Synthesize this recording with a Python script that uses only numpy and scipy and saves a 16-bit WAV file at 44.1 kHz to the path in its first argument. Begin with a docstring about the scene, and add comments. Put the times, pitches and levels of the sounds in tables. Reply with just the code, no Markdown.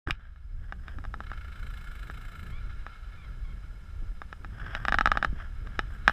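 """A shallow river, with off-road vehicles wading through it far from the microphone.
The microphone sits in a camera's plastic case: wind rumbles on the shell, over a faint exhaust
drone and the wash of water. Right at the microphone something rubs on the mount, judders as it
sticks and slips, and squeaks; later the mount creaks in a burst of sharp knocks that ring the case."""
import sys
import numpy as np
from scipy import signal
from scipy.fft import rfft, irfft
from scipy.io import wavfile
from scipy.ndimage import uniform_filter1d

SR = 44100
rng = np.random.default_rng(int(sys.argv[2]) if len(sys.argv) > 2 else 0)


def wav_record(signal):
    """Record a signal, one row per channel, as 16-bit PCM in the file named by sys.argv[1]."""
    frames = np.transpose(np.atleast_2d(signal))
    bounded = np.clip(frames, -1, 1)
    # unit amplitude maps onto the largest positive 16-bit level
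    quanta = np.round(bounded * 32767).astype(np.int16)
    wavfile.write(sys.argv[1], SR, quanta)


N = 269892
T = np.arange(N) / SR
HZ = np.fft.rfftfreq(N, 1 / SR)


def amp(db):
    """Decibels to gain."""
    return 10 ** (np.asarray(db) / 20)


def unit(x):
    """Scales to rms 1."""
    return x / np.sqrt(np.mean(x ** 2) + 1e-20)


def curve(rows, column=1):
    """One column of a table, joined by straight lines in time."""
    rows = np.asarray(rows, float)
    return np.interp(T, rows[:, 0], rows[:, column])


def during(start, end, attack, release):
    """Attack, hold at one, release."""
    return np.clip(np.minimum((T - start) / attack, (end - T) / release), 0, 1)


def build_up(start, length_s, depth_db):
    """A level in dB that climbs from depth_db below to zero, then holds."""
    return -depth_db * np.clip(1 - (T - start) / length_s, 0, 1)


def colour(points, hz=HZ):
    """Gain of a spectrum given as (frequency [Hz], level [dB]) points."""
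    f, db = np.transpose(points)
    return amp(np.interp(np.log(hz + 1), np.log(f + 1), db))


def resonant(modes, hz=HZ):
    """Gain of a set of steep-sided resonances."""
    peaks = (amp(db) / (1 + ((hz ** 2 - f ** 2) / (hz * width + 1)) ** 2) for f, width, db in modes)
    return np.sqrt(sum(peak ** 2 for peak in peaks))


def filtered(x, gain):
    """Shapes the spectrum of x and scales to rms 1."""
    return unit(irfft(rfft(x) * gain, N))


def noise(gain):
    """Noise of rms 1 with the given spectrum."""
    return filtered(rng.standard_normal(N), gain)


def wander(hz):
    """Random drift of rms 1, up to about hz."""
    coarse = T[::32]
    f = np.fft.rfftfreq(len(coarse), coarse[1])
    slow = irfft(rfft(rng.standard_normal(len(coarse))) * np.exp(-(f / hz) ** 2), len(coarse))
    return np.interp(T, coarse, unit(slow))


def add(mix, start, sound):
    """Mixes a sound in at start seconds."""
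    part = mix[max(round(start * SR), 0):][:len(sound)]
    part += sound[:len(part)]


def causal(gain):
    """The quickest impulse response that has this gain."""
    log_gain = np.log(np.maximum(np.r_[gain, gain[-2:0:-1]], gain.max() * 1e-5))
    return np.fft.ifft(np.exp(np.conj(signal.hilbert(log_gain)))).real


# wind at the microphone: (time [s], relative rumble level [dB], relative buffeting level [dB])
WIND_LEVELS = [(0.2, -44.5, -63), (0.35, -44.5, -73.5), (0.8, -37, -53), (1.55, -40, -56),
               (2.45, -39.5, -51), (2.6, -36, -57.5), (3.2, -42, -57.5), (3.35, -37, -56.5),
               (3.8, -44, -58), (3.95, -38, -59.5), (4.4, -43, -56.5), (4.85, -35.5, -47),
               (5.0, -31, -46.5), (5.45, -37, -53), (6.1, -36, -50.5)]
# spectra of the rumble and the buffeting: (frequency [Hz], level [dB])
RUMBLE_COLOUR = [(8, -17), (15, 1.5), (28, 2), (40, 2.5), (55, -3), (75, -7), (100, -12), (140, -27.5),
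                 (220, -49), (600, -100)]
BUFFET_COLOUR = [(60, -20.5), (110, 2), (160, -3.5), (210, -8), (260, -14), (400, -18.5), (600, -26),
                 (1500, -54), (5000, -100)]
def wind(gain_db=1, gust_db=1.5, flutter_db=2.5):
    """Lumpy low turbulence right on the case, and faster buffeting above it."""
    gusts_db = gain_db + gust_db * wander(hz=3.8)
    rumble = noise(colour(RUMBLE_COLOUR)) * amp(curve(WIND_LEVELS) + gusts_db)
    buffet = noise(colour(BUFFET_COLOUR)) * amp(curve(WIND_LEVELS, column=2) + gusts_db)
    return rumble + buffet * amp(flutter_db * wander(hz=25))


# engine far out in the river: (time [s], firing rate [Hz], relative level [dB])
ENGINE_RUN = [(.07, 72.9, -56), (.6, 72.85, -50.5), (1.1, 72.23, -43), (1.6, 68.4, -47.5),
              (2.3, 70.44, -52), (2.75, 68, -47), (3.1, 69, -56.5), (3.92, 71.9, -47.5), (4.15, 63, -48),
              (4.5, 66.7, -53), (5.45, 66.65, -50.5), (6.12, 71.2, -45)]
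# exhaust orders: (multiple of the firing rate [ratio], level [dB])
EXHAUST_ORDERS = [(1, 6), (1.5, -9), (2, -11), (2.5, -16.5), (3, -13)]
def engine(gain_db=-3.5, waver_db=2.0):
    """Only the lowest orders of the exhaust carry across the water; they waver."""
    firings = np.cumsum(curve(ENGINE_RUN) * (1 + .01 * wander(hz=9.9))) / SR
    drone = np.zeros(N)
    for order, db in EXHAUST_ORDERS:
        level = amp(db + waver_db * wander(hz=5.8))
        drone += level * np.sin(2 * np.pi * (order * firings + rng.random()))
    return unit(drone) * amp(curve(ENGINE_RUN, column=2) + gain_db)


# distant wash, slowly swelling and ebbing: (time [s], level [dB])
WASH_LEVELS = [(.15, -64.5), (.45, -71.5), (1, -67), (1.6, -56.5), (2.9, -56), (3.7, -62), (5.2, -63.5),
               (6.12, -55)]
# resonances of the air around the microphone in its case: (frequency [Hz], width [Hz], level [dB])
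CAVITY_MODES = [(600, 1600, -19.5), (1373, 214, 1), (1684, 162, -2.5), (2177, 137, -5.5),
                (2490, 870, -17.5), (2827, 148, -17), (3070, 195, -13.5), (3510, 230, -16.5),
                (3940, 285, -15.5), (5040, 1160, -28.5)]
# thin whistles in the hiss: (frequency [Hz], width [Hz], level once swollen [dB])
WHINE_BANDS = [(5070, 91, -80), (10400, 250, -89), (11000, 200, -90)]
# background hiss: (frequency [Hz], level [dB])
HISS_COLOUR = [(200, 0), (500, 10.5), (1100, 9), (2000, 4), (3500, -2), (4500, -4), (5130, -3),
               (6500, -6.5), (8000, -6), (9500, -9.5), (11000, -16), (12000, -11), (15000, -15)]
def water(ripple_db=1.75, hiss_db=-66):
    """A restless wash heard through the case, over a hiss and thin whine that swell, then hold."""
    wash = noise(resonant(CAVITY_MODES)) * amp(curve(WASH_LEVELS) + ripple_db * wander(hz=40))
    whine = sum(amp(db) * noise(resonant([(f, width, 0)])) for f, width, db in WHINE_BANDS)
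    hiss = amp(hiss_db) * noise(colour(HISS_COLOUR))
    return wash + (hiss + whine) * amp(build_up(0, length_s=0.98, depth_db=16.5))


# handling bumps: (time [s], envelope peak [dB], frequency [Hz], decay [s])
CASE_BUMPS = [(0.072, -21.5, 62.6, 0.0024), (0.083, -29.5, 309, 0.0025), (0.103, -31, 133, 0.0047),
              (.117, -25.5, 34.7, .0063), (.983, -39.5, 263, 0.0037), (5.328, -29.5, 187, 0.0019),
              (5.7907, -25.5, 352.6, 0.0011)]
def bumps():
    """Dull pushes on the case, each a heavily damped low swing."""
    out, t = np.zeros(N), T[:SR // 5]
    for start, db, hz, decay in CASE_BUMPS:
        envelope = t / decay * np.exp(1 - t / decay)
        add(out, start, amp(db) * envelope * np.sin(2 * np.pi * hz * t))
    return out


# knocks right at the microphone: (time [s], level of the blow over 5 ms [dB], hardness [dB])
CASE_KNOCKS = [(0.0739, -32.5, -3), (0.0992, -34, -12), (.1085, -23.5, 20), (0.3604, -56.5, 2),
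               (0.724, -33, 0), (0.882, -39, 4.5), (.986, -41, -3), (1.041, -43, -2), (1.0516, -38.5, -1.5),
               (1.1413, -32.5, -5), (1.2049, -34, -5.5), (1.3165, -34, -5.5), (2.0995, -36.5, -4),
               (2.8657, -35.5, -3), (4.218, -35, -3.5), (4.3282, -35.5, -1), (4.4468, -37.5, 0),
               (4.7508, -27, 6), (4.852, -25, 2), (4.8835, -19.5, 0), (4.8925, -29.5, 2),
               (4.9233, -18.7, -1), (4.9432, -20, 1.5), (4.9458, -21.5, -8), (4.9865, -17, 1.5),
               (5.0099, -17.5, -0.5), (5.058, -14.5, 0.5), (5.0734, -18.5, -3), (5.1174, -15.5, 0.5),
               (5.155, -32, -18), (5.1731, -20, -0.5), (5.2273, -20, -2.5), (5.2475, -19, -1),
               (5.6721, -43, 4), (5.7922, -21.5, 5), (6.079, -9.5, 2), (6.0962, -20.5, -5)]
# the case's short ring, and the thud a soft blow adds: (frequency [Hz], width [Hz], level [dB])
CASE_MODES = [(210, 155, -12), (677, 244, -11), (812, 120, -7.5), (1272, 220, 0), (1634, 383, -1.7),
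              (2458, 339, -17.5), (2895, 168, -17.5), (3320, 259, -24.7), (3730, 271, -18),
              (5178, 806, -27.6), (6484, 305, -41.2), (7821, 719, -44.7), (12000, 8000, -60)]
THUD_MODES = [(327, 450, -14), (1070, 200, -8.5)]
# a hard blow trades bass for treble: (frequency [Hz], gain per dB of hardness [dB/dB])
HARDNESS_TILT = [(800, -0.47), (1200, -0.17), (1800, 0.043), (2550, 1), (3600, 0.6), (5200, 0.53),
                 (9000, .75)]
# case modes that outlast a blow: (frequency [Hz], level [dB], t60 [s], starts flat by [share])
LONG_MODES = [(902, -25, 0.098, 0.059), (1330, -27, 0.027, 0.042), (3050, -34, 0.18, 0.035),
              (4114, -14, 0.026, .133)]
def knocks(detune=.022, spot_db=1.74, contact_hz=13200, bend_s=0.0022, ring_rise_s=0.011,
           rattle_db=-22, rattle_t60=0.0373, rattle_rise_s=0.0023):
    """Sharp blows ring the case for a few ms; a few longer modes and a faint rattle follow."""
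    out, t = np.zeros(N), T[:4096]
    hz = np.fft.rfftfreq(len(t), 1 / SR)
    thud = resonant(THUD_MODES, hz)
    for start, db, hard_db in CASE_KNOCKS:
        force = np.interp(db, [-34, -22], [.1, 1])  # soft blows thud, strong ones start the long modes
        treble_loss = 1 + (1 - force) * (hz / contact_hz) ** 4
        tilt = colour(HARDNESS_TILT, hz) ** hard_db / treble_loss
        # each blow lands on another spot and favours other modes
        ring = resonant(CASE_MODES, hz * (1 + detune * rng.uniform(-1.15, 1)))
        spot = amp(spot_db * unit(uniform_filter1d(rng.standard_normal(len(hz)), size=25)))
        blow = causal(np.hypot(ring, (1 - force) * thud) * tilt * spot)
        blow *= np.sqrt(.005 * SR) / np.linalg.norm(blow)  # the energy of 5 ms at rms 1
        for f, mode_db, t60, flat in LONG_MODES:
            pitch = f * (1 + detune * rng.uniform(-1, 1)) * (1 - flat * np.exp(-t / bend_s))
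            envelope = amp(mode_db - 60 * t / t60) * (1 - np.exp(-t / ring_rise_s))
            blow += force * envelope * np.sin(2 * np.pi * np.cumsum(pitch) / SR)
        add(out, start, blow * amp(db))
    tail = rng.standard_normal(len(t)) * amp(-60 * t / rattle_t60) * (1 - np.exp(-t / rattle_rise_s))
    rattle = signal.fftconvolve(out, tail / np.linalg.norm(tail))[:N]
    return out + amp(rattle_db) * rattle


# crunch of the sliding mount: (frequency [Hz], level [dB])
GRIT_COLOUR = [(800, -20), (3000, 15.5), (5500, -4), (7000, -9.5), (14000, -16)]
def grit(share_db=-38, delay_s=0.01, grain_db=3.0):
    """After each knock the mount slides on a little with a fine, bright crunch."""
    loudness, t = np.zeros(N), T[:4096]
    slide = (t / delay_s * np.exp(1 - t / delay_s)) ** 3
    for start, db, _ in CASE_KNOCKS:
        add(loudness, start, amp(db + share_db) * slide)
    return noise(colour(GRIT_COLOUR)) * loudness * amp(-grain_db * wander(hz=298))


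# close scrapes of the mount: (time of peak [s], length [s], body level [dB], fizz level [dB])
MOUNT_SCRAPES = [(0.087, 0.054, -44, -72), (0.243, 0.13, -60.5, -90), (0.67, 0.14, -59.5, -86),
                 (0.894, 0.11, -55, -85), (4.704, 0.22, -42, -77), (4.86, .12, -53.5, -76),
                 (5.162, 0.097, -45.5, -80), (5.407, .12, -47, -91), (5.74, 0.23, -54, -84),
                 (5.95, 0.094, -51.5, -71.5), (6.11, 0.083, -46, -67)]
# spectra of the friction's body and its high fizz: (frequency [Hz], level [dB])
SCRAPE_COLOUR = [(450, -21), (640, -8), (1000, -13), (1240, -1.5), (1410, -3.5), (1620, 3.5), (1830, -4.5),
                 (2000, -11.5), (2600, -19.5), (3300, -14.5), (4200, -40), (5180, -23), (6340, -46),
                 (14000, -59)]
FIZZ_COLOUR = [(4000, -25), (5500, -7), (6500, -8), (7250, 1), (7900, 4), (9200, -5), (11000, 0),
               (12200, -5), (13600, 1), (15000, -7)]
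def scrapes(grain_db=4):
    """Strokes of grainy friction swell and fade as the mount takes load, with a little fizz on top."""
    body, fizz = noise(colour(SCRAPE_COLOUR)), noise(colour(FIZZ_COLOUR))
    strokes = np.zeros(N)
    for peak_s, length, body_db, fizz_db in MOUNT_SCRAPES:
        swell = 1 / np.cosh(np.pi * np.clip((T - peak_s) / length, -10, 10))
        strokes += (amp(body_db) * body + amp(fizz_db) * fizz) * swell
    return strokes * unit(amp(grain_db * wander(hz=118)))


# stick-slip on the mount: (time [s], slip rate [Hz])
SLIP_RATE = [(1.2, 31), (1.45, 26), (1.82, 29.4), (1.97, 25), (2.15, 27.8), (2.55, 27.4)]
def judder(start=1.21, end=2.547, body_db=-51, sag_db_per_s=1, fizz_db=-69, uneven_db=0.5):
    """Each slip lets go a puff of friction noise that swells fast, rings in the case and dies away."""
    jitter, rise, body_fall, fizz_fall = .08, 0.062, 0.24, 0.46  # in slip cycles
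    slips = np.cumsum(curve(SLIP_RATE) * (T >= SLIP_RATE[0][0])) / SR
    since_slip = (slips + jitter * wander(hz=11.4)) % 1
    swell = np.exp(-(1 - since_slip) / rise)
    body_puffs = (swell + np.exp(-since_slip / body_fall)) * rng.standard_normal(N)
    fizz_puffs = (swell + np.exp(-since_slip / fizz_fall)) * rng.standard_normal(N)
    body = filtered(body_puffs, resonant(CAVITY_MODES)) * amp(body_db - sag_db_per_s * (T - start))
    fizz = filtered(fizz_puffs, colour(FIZZ_COLOUR))
    fizz *= amp(fizz_db + build_up(start, length_s=0.48, depth_db=15))
    envelope = during(start, end, attack=0.018, release=0.051)
    return (body + fizz) * amp(uneven_db * wander(hz=23.8)) * envelope


# close squeaks of the mount: (start [s], length [s], top pitch [Hz], time to the top [s],
# fall of pitch 0.1 s from the top [share], level off resonance [dB])
MOUNT_SQUEAKS = [(2.5, 0.12, 1176, 0.091, .22, -61), (3.15, .12, 1186, .025, 0.15, -62.5),
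                 (3.417, 0.12, 1121, .02, 0.0683, -65.5)]
# their partials: (multiple of the pitch [ratio], level [dB])
SQUEAK_PARTIALS = [(1, -6), (2, 0), (3, -8), (4, -22)]
def squeak(start, length, top_hz, top_s, fall, level_db, waver=.024, flutter_db=3):
    """Slips run together into a thin, unsteady tone that arches in pitch and swells at a resonance."""
    ring_hz, ring_width_hz, ring_db = 1061, 37, 8  # near this pitch the second partial rings in the case
    pitch = top_hz * np.maximum(1 - fall * (10 * (T - start - top_s)) ** 2, .5)
    turns = np.cumsum(pitch * (1 + waver * wander(hz=200))) / SR
    tone = unit(sum(amp(db) * np.sin(2 * np.pi * k * turns) for k, db in SQUEAK_PARTIALS))
    boost_db = ring_db / (1 + ((pitch - ring_hz) / ring_width_hz) ** 2)
    level = amp(level_db + boost_db + flutter_db * wander(hz=60))
    return tone * level * during(start, start + length, attack=.03, release=.03)


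def scene():
    """The far river and the close noises of wind, case and mount, all at one microphone."""
    rubbing = judder() + sum(squeak(*row) for row in MOUNT_SQUEAKS) + scrapes()
    return (wind() + engine() + water() + rubbing + knocks() + grit() + bumps())[None]


def record(dry):
    """The microphone opens after a moment, overloads at full scale and is band-limited."""
    open_s, fade_s, edge_hz = .064, .005, 15400
    opening = np.clip((T - open_s) / fade_s, 0, 1)
    clipped = np.clip(dry * opening, -1, 1)
    lowpass = signal.firwin(255, edge_hz, window=("kaiser", 8), fs=SR)
    return signal.oaconvolve(clipped, lowpass[None], "same")


dry = scene()
out = record(dry)
wav_record(out)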